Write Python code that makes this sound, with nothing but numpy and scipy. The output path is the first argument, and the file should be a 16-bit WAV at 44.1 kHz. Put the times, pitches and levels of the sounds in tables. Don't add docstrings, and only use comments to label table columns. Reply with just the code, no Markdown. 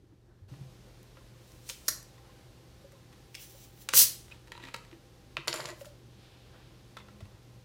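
import sys
import numpy as np
from scipy import signal
from scipy.fft import rfft, irfft, next_fast_len
from scipy.io import wavfile
from scipy.ndimage import uniform_filter1d

SR = 44100
rng = np.random.default_rng(int(sys.argv[2]) if len(sys.argv) > 2 else 0)


def ratio(d):
    e = np.asarray(d, float) / 20
    return 10 ** e


def generate_wav(signal):
    frames = np.transpose(np.atleast_2d(signal))
    scaled = np.clip(frames, -1, 1) * 32767
    pcm = np.round(scaled).astype(np.int16)
    wavfile.write(sys.argv[1], SR, pcm)


N = 336924
TIME = np.arange(N) / SR

# [f/Hz, width/Hz, boost/dB]
NECK = [(1410, 388.3, 6.5), (2660, 607.09, 2.5), (5810, 3300, 1)]
BOTTLE = [(950, 63, 8.8), (1290, 200, 2.4), (1870, 250, 3.3), (2546, 450, 2.6), (3900, 360, 1.3)]
SHELL = [(355, 33, 12), (620, 690, 9.5), (1290, 130, -5), (1940, 130, 2), (4570, 450, -19), (7130, 190, 14),
         (10500, 3700, 4.5)]
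# [bass level/dB at 2 kHz ring, bass loss/dB per octave of ring, contact decay/s]
TOUCH = dict(cube=(-15.5, 3.8, 0.018), creak=(-21, 2.2, 0.025), seal=(-12.5, 1, 0.012),
         thread=(-9.5, 1.5, 0.017), ice=(-6.5, 2.1, 0.035), drop=(-8, 0, 0.01), cap=(-10.5, 10.3, 0.022),
         slip=(-21, 3, 0.017))


def unit(x):
    return x / np.sqrt(np.mean(x ** 2))


def colour(x, points, modes=()):
    size = next_fast_len(len(x), True)
    hz = np.fft.rfftfreq(size, 1 / SR) + 1
    at, db = np.transpose(points)
    ring = 1
    for f, width, boost_db in modes:
        ring = ring + ratio(boost_db) * 1j * hz * width / (f * f - hz * hz + 1j * hz * width)
    tone = ratio(np.interp(np.log(hz), np.log(at), db))
    return irfft(rfft(x, size) * tone * ring, size)[:len(x)]


def walk(rate):
    k = int(SR / rate)
    steps = np.repeat(rng.standard_normal(N // k + 1), k)
    return unit(uniform_filter1d(uniform_filter1d(steps, k), k)[:N])


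def swell(s, peak_db, rise, hold, fall):
    return peak_db - 20 * np.maximum(np.maximum((s - TIME) / rise, (TIME - s - hold) / fall), 0)


def add(out, s, x, lead=0):
    i = max(int(s * SR) - lead, 0)
    out[i:i + len(x)] += x[:N - i]


def clicks(rows, modes, touch, middle_db=0, top_db=-4, edge_hz=3600, ring_db=4, ring_width=0.23,
           rise_s=0.0001, snap_db=-20, thin_db=0):
    out, lead, t = np.zeros(N), 256, np.arange(8192) / SR
    body_db, loss_db, decay = touch
    fade = ratio(-30 * t / max(decay, 0.002))
    snap = 1 + ratio(snap_db) * np.exp(-t / 0.0005)
    for s, peak_db, hz, treble_db in rows:
        bass_db = body_db - loss_db * np.log2(hz / 2000)
        burst = rfft(rng.standard_normal(len(t)) * fade)
        burst = irfft(burst / uniform_filter1d(np.abs(burst), size=60))
        burst = burst * fade * snap * (1 - np.exp(-t / rise_s))
        tilt = [(150, bass_db + 2.0 + 2 * thin_db), (450, bass_db + 11.0 + thin_db), (1000, bass_db + 13.0),
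                (3000, middle_db), (edge_hz, middle_db), (9000, treble_db + 6.0), (16000, treble_db + top_db)]
        struck = [(f * (1 + 0.008 * rng.standard_normal()), w, boost_db) for f, w, boost_db in modes]
        spot = (hz, ring_width * hz, ring_db)
        hit = colour(np.roll(burst, lead), tilt, struck + [spot])
        add(out, s, hit * ratio(peak_db) / np.abs(hit).max(), lead)
    return out


def chatter(strokes, modes, per_s, spread_db, edge_db, lumpy_db):
    ticks = (rng.random(N) < per_s / SR) * ratio(spread_db * rng.standard_normal(N)) * rng.standard_normal(N)
    ticks = ticks * ratio(lumpy_db * walk(70))
    dull_tone = [(120, -20.0), (350, -2.5), (3300, 3.0), (5000, -7.0), (8000, -7.0), (10000, -44.0)]
    dull = unit(colour(ticks, dull_tone, modes))
    fizz = uniform_filter1d(np.abs(ticks), 200) * rng.standard_normal(N)
    bright = unit(colour(fizz, [(5000, -30), (7500, 0), (12000, -4), (16000, -16)], modes))
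    strength = sum(ratio(swell(*row) - 3.5) for row in strokes)
    return strength * (dull + ratio(edge_db) * bright)


def air():
    # [f/Hz, level/dB per Hz]
    fan = [(13, -37), (26, -16), (49, -4.5), (90, -12), (123, -8), (274, -17), (332, -13.5), (438, -18),
           (517, -18.5), (721, -24), (784, -24), (1160, -27), (6260, -31.5), (15200, -43.5), (16500, -64)]
    # [f/Hz, level/dB]
    ripple = [(1500, 0), (2200, -0.5), (4000, 1.5), (6300, -1), (7200, -2), (9000, -1), (15000, 1),
              (15800, -1)]
    # [f/Hz, level/dB, width/Hz]
    motor = [(44.3, -67.5, 6.5), (76.3, -70, 8.7), (350.5, -75.5, 66), (512, -73, 11), (794, -75.5, 2.5),
             (1050, -82, 20)]
    mains = [(119.9, -60, 9.9)]
    noise = unit(colour(colour(rng.standard_normal(N), fan), ripple)) * ratio(-57)
    for lines, steady in ((motor, 2.5), (mains, 7)):
        for hz, line_db, width in lines:
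            angle = 2 * np.pi * hz * TIME
            sway = (steady + walk(width)) * np.sin(angle) + walk(width) * np.cos(angle)
            noise = noise + ratio(line_db) * unit(sway)
    bass = colour(noise, [(400, 0), (1200, -35)])
    treble = noise - bass
    step_s, ramp_s = 0.477, 0.011
    shut = np.clip((step_s + ramp_s - TIME) / ramp_s, 0, 1)
    bass_db = -5.5 * shut - 0.03 * TIME + 0.5 * walk(9)
    treble_db = -13.5 * shut - 0.32 * TIME + 0.4 * walk(20)
    return bass * ratio(bass_db) + treble * ratio(treble_db)


def knocks():
    # [t/s, peak level/dB, f/Hz, ring/s]
    bumps = [(0.009, -51.5, 89, 0.13), (0.078, -54, 100.9, 0.13), (0.412, -44, 94.4, 0.34),
             (0.515, -36, 126.5, 0.26), (0.56, -47, 147, 0.16), (0.607, -34, 129.6, 0.23),
             (0.66, -47, 139.5, .2), (1.169, -64, 72.9, 0.1772), (3.932, -41.5, 129.4, 0.21),
             (5.377, -41.5, 140.4, 0.17), (5.477, -47, 143.6, 0.33), (5.539, -58, 129.7, 0.2007),
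             (5.6, -44.5, 142, 0.2104), (5.654, -46, 135, 0.1995), (6.942, -57, 126.6, 0.12),
             (7.2225, -34, 93.5, 0.11), (7.253, -43, 100, .08), (7.34, -44, 105, 0.12)]
    # [t/s, peak level/dB, f/Hz, ring/s]
    taps = [(0.036, -47.5, 327, 0.042), (0.121, -51, 296, 0.13), (0.282, -55, 352, 0.11),
            (0.52, -48, 287, 0.15), (0.616, -50, 188, 0.1223), (0.869, -54, 512, 0.1),
            (1.17, -54, 525, 0.1663), (1.691, -49, 950, 0.093), (1.701, -45, 522, 0.091),
            (1.883, -38, 370, 0.032), (2.843, -42.5, 552, 0.086), (2.929, -49, 546, 0.11),
            (3.937, -35, 516, 0.09), (4.598, -52, 343.3, 0.18), (4.635, -49, 268, 0.31),
            (4.745, -46, 523, 0.06556), (4.925, -42, 332, 0.15), (5.372, -27, 624, 0.023),
            (5.388, -39, 345, 0.072), (5.494, -37, 345, 0.12), (5.553, -38, 344, 0.11),
            (5.698, -42, 345, 0.15), (5.478, -29, 590, 0.037), (5.529, -41, 600, .04),
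            (5.541, -33, 610, 0.045), (5.594, -32.5, 600, 0.042), (5.642, -38, 597, .06),
            (5.69, -39, 643, 0.054), (5.725, -39, 620, 0.054), (5.62, -42, 367, 0.089),
            (5.678, -38, 622, 0.07), (5.813, -32.5, 557, 0.063), (5.865, -40, 592, 0.0846),
            (5.904, -49.5, 572, 0.12), (1.206, -58, 1050, 0.11), (2.29, -58.5, 1050, 0.24),
            (2.95, -57, 1045, 0.11), (3.89, -42, 532, 0.086), (3.545, -50, 550, 0.13),
            (7.207, -41, 657, 0.031)]
    out, t = np.zeros(N), np.arange(SR // 2) / SR
    for s, peak_db, hz, ring in bumps + taps:
        push = 1 - np.exp(-t / 0.0028)
        fade = np.exp(-np.log(1000) * t / ring)
        add(out, s, ratio(peak_db) * push * fade * np.sin(2 * np.pi * hz * t))
    return out


def rustle():
    # [t/s, level/dB, rise/s, fall/s, drag share/dB]
    moves = [
        (.3, -93, 0.4766, 0.39, 20.5),
        (2.324, -70.5, 0.25, 0.077, 8),
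        (6.252, -65.5, 0.34, 0.98, -8),
        (6.63, -73, 0.41, 0.36, 6.5),
        (7.39, -76.5, 0.45, 0.12, 10.5),
    ]
    fine_tone = [(1500, -8.0), (2500, 0.5), (3500, 2.0), (5200, -5.5), (8000, -42.0)]
    drag_tone = [(500, -0.5), (1000, -4.0), (1800, -5.5), (3000, -35), (8000, -57.0)]
    fine = unit(colour(rng.standard_normal(N), fine_tone)) * ratio(0.57 * walk(26))
    drag = unit(colour(rng.standard_normal(N), drag_tone)) * ratio(3.7 * walk(37))
    return sum(ratio(swell(s, db, rise, 0, fall)) * (fine + drag * ratio(drag_db))
               for s, db, rise, fall, drag_db in moves)


def ice_in_cup():
    # [t/s, peak level/dB, ring f/Hz, treble share/dB]
    taps = [(0.5385, -51, 1425, -18), (1.1692, -47, 1450, -16), (2.1794, -51, 1960, -16),
            (2.92, -48, 1250, -4), (3.1268, -47.5, 3350, -12), (6.9687, -34, 3533, -19),
            (6.985, -46, 1975, -25), (7.0004, -44, 2076, -28.5), (7.0838, -47, 1363, -25),
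            (7.2055, -44, 3475, -13), (7.254, -49, 2460, -15), (7.3793, -55, 1513, -21)]
    # [f/Hz, width/Hz, boost/dB]
    cup = [(1060, 80, 6.3), (1300, 110, 6.3), (1980, 140, 6), (2610, 120, 6.35), (3500, 110, 3)]
    return clicks(taps, cup, TOUCH["ice"], -1.5, ring_db=7.0, ring_width=0.06)


def ice_cracks():
    # [t/s, peak level/dB, ring f/Hz, treble share/dB]
    splits = [(1.0294, -46.5, 5200, -3), (1.4754, -54.5, 5390, -5), (1.5194, -47, 7610, -14),
              (1.879, -40, 5800, -8), (1.8818, -11.5, 5800, -9), (1.8848, -11, 6100, -15),
              (1.8875, -22, 4500, -13), (1.89, -17.5, 4300, -11.5), (1.8935, -24, 8200, -4),
              (1.9105, -31, 6900, -2), (1.925, -34, 5600, -8), (1.9315, -34, 4400, -10),
              (2.028, -42, 10500, -3.5)]
    # [f/Hz, width/Hz, boost/dB]
    block = [(1570, 100, 3.5), (1930, 380, 9), (4250, 160, 23), (4650, 270, 15), (5100, 170, 17),
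             (5500, 200, 17), (5870, 200, 18.5), (6600, 230, 12), (7060, 400, -1), (12050, 3100, 13.5)]
    return clicks(splits, block, TOUCH["cube"], -18, edge_hz=3200, snap_db=1)


def squeaks():
    # [t/s, peak level/dB, f/Hz, length/s]
    slips = [(3.365, -53, 2210, 0.043), (3.378, -49, 2680, .06), (3.362, -53, 3300, .1),
             (3.397, -51, 2900, .04), (3.42, -53, 2750, .09), (3.425, -49, 5950, .04),
             (4.626, -47, 3900, .015), (4.649, -45, 3900, .03), (4.565, -50, 4000, .03),
             (4.313, -44, 2450, .03), (4.3195, -41, 2530, .014), (1.169, -51, 1400, .04),
             (6.968, -41, 1327, .03), (6.984, -48, 1043, .06), (7.084, -52, 1300, .04),
             (1.895, -42, 1560, .12), (1.91, -46, 1900, .1)]
    out = np.zeros(N)
    for s, peak_db, hz, length in slips:
        out += clicks([(s, peak_db, hz, -20)], [], (-30, 5, length), ring_db=30, ring_width=0.05, rise_s=0.002)
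    return out


def gas():
    # [t/s, peak level/dB, rise/s, fall/s, top hiss share/dB]; rise and fall span 20 dB
    puffs = [
        (1.49, -63.5, 0.15, 1.2, -3.5),
        (1.675, -53.5, 0.04, 0.0961, -6),
        (1.703, -40.5, 0.022, 0.02551, -2),
        (1.73, -57, 0.01966, 0.25, -5),
        (1.876, -49.5, 0.031, 0.00641, -2.5),
        (4.12, -48, .01, 0.22, -7),
        (5.817, -54, 0.073, 0.024, -1),
        (5.855, -53.5, 0.012, 0.0462, -3),
    ]
    crack_tail = [
        (1.9, -40, .003, 0.11, -14.5),
    ]
    seep = [
        (3.425, -50, 0.08244, 0.089, 0.5),
        (3.52, -62.5, 0.14, 0.27, 2),
        (3.645, -56, 0.12, .05, -2.5),
        (3.823, -56.5, 0.081, 0.038, 3.5),
    ]
    # [f/Hz, width/Hz, boost/dB]
    slit = [(6000, 570, 1.5), (7330, 510, 4), (8688.4, 500, -1.5), (11150, 831.7, 2.5), (15060, 1300, 7.5)]
    # [t/s, flow level/dB]
    opening = [
        (3.927, -56.5),
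        (3.936, -29),
        (3.95, -21.5),
        (3.972, -15),
        (3.995, -13),
        (4.02, -14.5),
        (4.043, -21.5),
        (4.06, -35),
        (4.1, -48.5),
    ]
    low_tone = [(300, -43.5), (1200, -15.5), (2500, -1.5), (4200, 0), (5500, -14.0), (20000, -47.0)]
    mid_tone = [(2500, -25.5), (4500, -2.5), (5800, 0.5), (7000, -2.0), (10000, -1.0), (12000, -23.0)]
    top_tone = [(8000, -44.0), (10500, -2.5), (13500, 1.5), (15300, 0.0), (17000, -6.0)]
    low, mid, top = [unit(colour(rng.standard_normal(N), tone)) for tone in (low_tone, mid_tone, top_tone)]

    def jet(flow_db, low_db, top_db):
        return ratio(flow_db - 4.5) * (mid + ratio(low_db) * low + ratio(top_db) * top)

    def swells(rows, low_db):
        return sum(jet(swell(s, db, rise, 0, fall), low_db, top_db) for s, db, rise, fall, top_db in rows)

    whistle = colour(swells(seep, -3), [(1000, 2.5), (16000, -4.0)], slit) * ratio(1.3 * walk(90))
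    crack_tail_tone = [(1000, -8), (1600, 9), (2100, -1), (2500, -18), (3650, -18), (4000, 3.5), (7500, 1), (12000, -11)]
    leak = whistle + swells(puffs, -6.5) + colour(swells(crack_tail, -7.5), crack_tail_tone)

    at, flow_db = np.transpose(opening)
    flow = np.interp(TIME, at, flow_db, -120, -120)
    narrow_db = -13.5 + 7 * np.exp(-np.clip(TIME - at[0], 0, 1) / 0.0098)
    droplets = ratio(1.5 * walk(600) + 0.33 * walk(150))
    burst = jet(flow, narrow_db, 7 + 0.32 * flow) * droplets
    return leak + burst


def neck_creak():
    # [t/s, peak level/dB, ring f/Hz, treble share/dB]
    jumps = [
        (1.6906, -27, 6000, -4),
        (1.6972, -23, 3420, -14),
        (1.7055, -35, 3600, -9),
    ]
    return clicks(jumps, NECK, TOUCH["creak"], edge_hz=6100, snap_db=-1)


def collar_slip():
    # [t/s, peak level/dB, ring f/Hz, treble share/dB]
    ticks = [
        (3.3448, -35, 2596, -6),
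        (3.3495, -35, 3600, -8),
        (3.3514, -26.5, 2750, -16),
        (3.3545, -33, 3300, -4),
        (3.3595, -44, 5200, -8),
    ]
    # [f/Hz, width/Hz, boost/dB]
    collar = [(2250, 200, 9), (2700, 300, 14), (3300, 300, -7), (4640, 300, 5), (5200, 450, 8)]
    return clicks(ticks, collar, TOUCH["slip"], -3, edge_hz=5500, snap_db=5)


def seal_snaps():
    # [t/s, peak level/dB, ring f/Hz, treble share/dB]
    breaks = [
        (3.7763, -48, 1940, -16),
        (3.8886, -15, 3900, -7),
        (3.8915, -22, 2409, -11.5),
        (3.9304, -37, 2230, -8.5),
        (3.9365, -8, 2200, -19),
        (3.9388, -17.5, 1407, -18.5),
    ]
    return clicks(breaks, NECK, TOUCH["seal"], snap_db=-0.5)


def thread_ticks():
    # [t/s, peak level/dB, ring f/Hz, treble share/dB]
    catches = [(4.2818, -45.5, 2080, -20), (4.3215, -39, 2504, -23), (4.3442, -48, 2550, -23),
               (4.4734, -42, 2080, -10.5), (4.4805, -44, 925, -9), (4.5186, -39, 2500, -10.5),
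               (4.5518, -37, 950, -41.5), (4.5775, -35.5, 950, -18), (4.6, -44, 1360, -23.5),
               (4.627, -45, 3900, -25), (4.638, -32.5, 1890, -18), (4.652, -39, 1870, -20),
               (4.6715, -36.5, 930, -19), (4.6864, -36.5, 2527, -17), (4.7398, -37.5, 2500, -10),
               (4.7422, -28, 4510, -14), (4.7442, -24.5, 1350, -15), (4.7475, -36, 2500, -15),
               (4.7612, -38, 968, -13), (4.763, -37, 7360, -8), (4.8494, -45, 1870, -11),
               (4.913, -45, 2763, -22.5), (4.9287, -42, 1900, -33)]
    return clicks(catches, BOTTLE, TOUCH["thread"], ring_db=7.0, ring_width=0.12, rise_s=0.00031, snap_db=4.5)


def twisting():
    # [t/s, level/dB, rise/s, hold/s, fall/s]
    scrapes = [
        (4.302, -54, 0.0028, 0.029, 0.047),
        (4.52, -39, .002, 0.0011, 0.01049),
        (4.635, -49.5, 0.1, 0.055, 0.05),
        (4.75, -60, .003, 0, 0.037),
        (4.78, -72, 0.00992, 0.1078, 0.002747),
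    ]
    return chatter(scrapes, BOTTLE, 4000, 1.5, -16.5, 1.5)


def cap_drop():
    # [t/s, peak level/dB, ring f/Hz, treble share/dB]
    taps = [
        (5.3688, -16.5, 2600, -31),
        (5.3708, -23.5, 1750, -19),
        (5.3765, -30.5, 2710, -26),
        (5.3785, -32, 3700, -24),
        (5.384, -37, 2050, -24),
    ]
    return clicks(taps, NECK[:2], TOUCH["drop"], edge_hz=3900, snap_db=3, thin_db=-3)


def cap_bounces():
    # [t/s, peak level/dB, ring f/Hz, treble share/dB]
    bounces = [(5.4744, -20, 1300, -6), (5.48, -13,  4460, -20.5), (5.4835, -23, 4500, -24),
               (5.5288, -17, 4660, -26), (5.5404, -19, 1610, -4), (5.5445, -30, 1290, -20),
               (5.559, -27, 4300, -14), (5.5628, -29, 2000, -16), (5.5741, -32, 4000, -21.5),
               (5.5935, -36, 1500, -20), (5.6015, -25, 1290, -20), (5.6051, -26.5, 4630, -23),
               (5.6154, -36, 2000, -20), (5.6415, -35.5, 2600, -14), (5.65, -30.5, 1000, -20),
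               (5.656, -23, 7020, -21), (5.6705, -37, 2500, -20), (5.6785, -33, 2000, -7),
               (5.6884, -32, 1700, -13), (5.6965, -32, 1500, -20), (5.7024, -35, 4500, -20),
               (5.716, -40, 2000, -22), (5.8101, -37.5, 2706, -22), (5.847, -42, 1396, -10),
               (5.8561, -41.5, 3430, -22)]
    return clicks(bounces, SHELL, TOUCH["cap"], 0, -6, edge_hz=5000, snap_db=3.5, thin_db=-5)


def cap_spin():
    # [t/s, level/dB, rise/s, hold/s, fall/s]
    rolls = [
        (5.486, -33, 0.0046, 0.0031, 0.024),
        (5.53, -42.5, 0.0035, 0.017, 0.71),
    ]
    edge_db = -5.5 - 51 * np.abs(TIME - rolls[1][0])
    end_s = 5.71
    return chatter(rolls, SHELL, 5000, 1.2, edge_db, 1.5) * ratio(swell(0, 0, 1, end_s, 0.058))


def pipe_drone():
    # t/s, level/dB, rise/s, hold/s, fall/s
    pipe = (6.99, -59.5, .06, .29, .07)
    return ratio(swell(*pipe) + 2 * walk(29)) * np.sin(2 * np.pi * 204 * TIME)


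def room(x):
    # [f/Hz, time to fall 60 dB/s]
    curtains = [(700, .4), (2000, 0.39), (5500, 0.32), (9000, 0.3), (15000, 0.23)]
    t = np.arange(SR // 2) / SR
    late = t > 0.0037
    hz, t60 = np.transpose(curtains)
    echoes = rfft(rng.standard_normal(len(t)))
    log_hz = np.log(np.fft.rfftfreq(len(t), 1 / SR) + 1)
    tail = np.zeros(len(t))
    for share, fall_s in zip(np.eye(len(hz)), t60):
        band = irfft(echoes * np.interp(log_hz, np.log(hz), share), len(t))
        tail += band * ratio(-60 * t / fall_s)
    echoes = rfft(tail * late)
    size = np.abs(echoes)
    even = echoes / uniform_filter1d(size, size=80) * uniform_filter1d(size, size=900)
    tail = irfft(even, len(t)) * late * np.clip(4 - 10 * t, 0, 1)
    return x + ratio(-8) * signal.fftconvolve(x, tail / np.sqrt(np.sum(tail ** 2)))[:N]


def scene():
    # [f/Hz, level/dB]
    desk = [(600, 2.5), (680, -2.5), (760, -10), (880, -2), (1000, -1)]
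    ice = ice_in_cup() + ice_cracks()
    bottle = gas() + neck_creak() + collar_slip() + seal_snaps() + thread_ticks() + twisting()
    cap = cap_drop() + cap_bounces() + cap_spin()
    in_room = room(colour(ice + bottle + cap, desk))
    mix = air() + knocks() + rustle() + in_room + ratio(0.5) * squeaks() + pipe_drone()
    return mix[None]


def roll_off(x):
    return signal.sosfilt(signal.butter(12, 16880, fs=SR, output="sos"), x)


def record(dry):
    no_rumble = signal.butter(6, 36, "high", fs=SR, output="sos")
    no_top = signal.ellip(9, 0.3, 45, 16050, fs=SR, output="sos")
    mix = signal.sosfilt(np.vstack([no_rumble, no_top]), dry)
    return roll_off(mix)


dry = scene()
out = record(dry)
generate_wav(out)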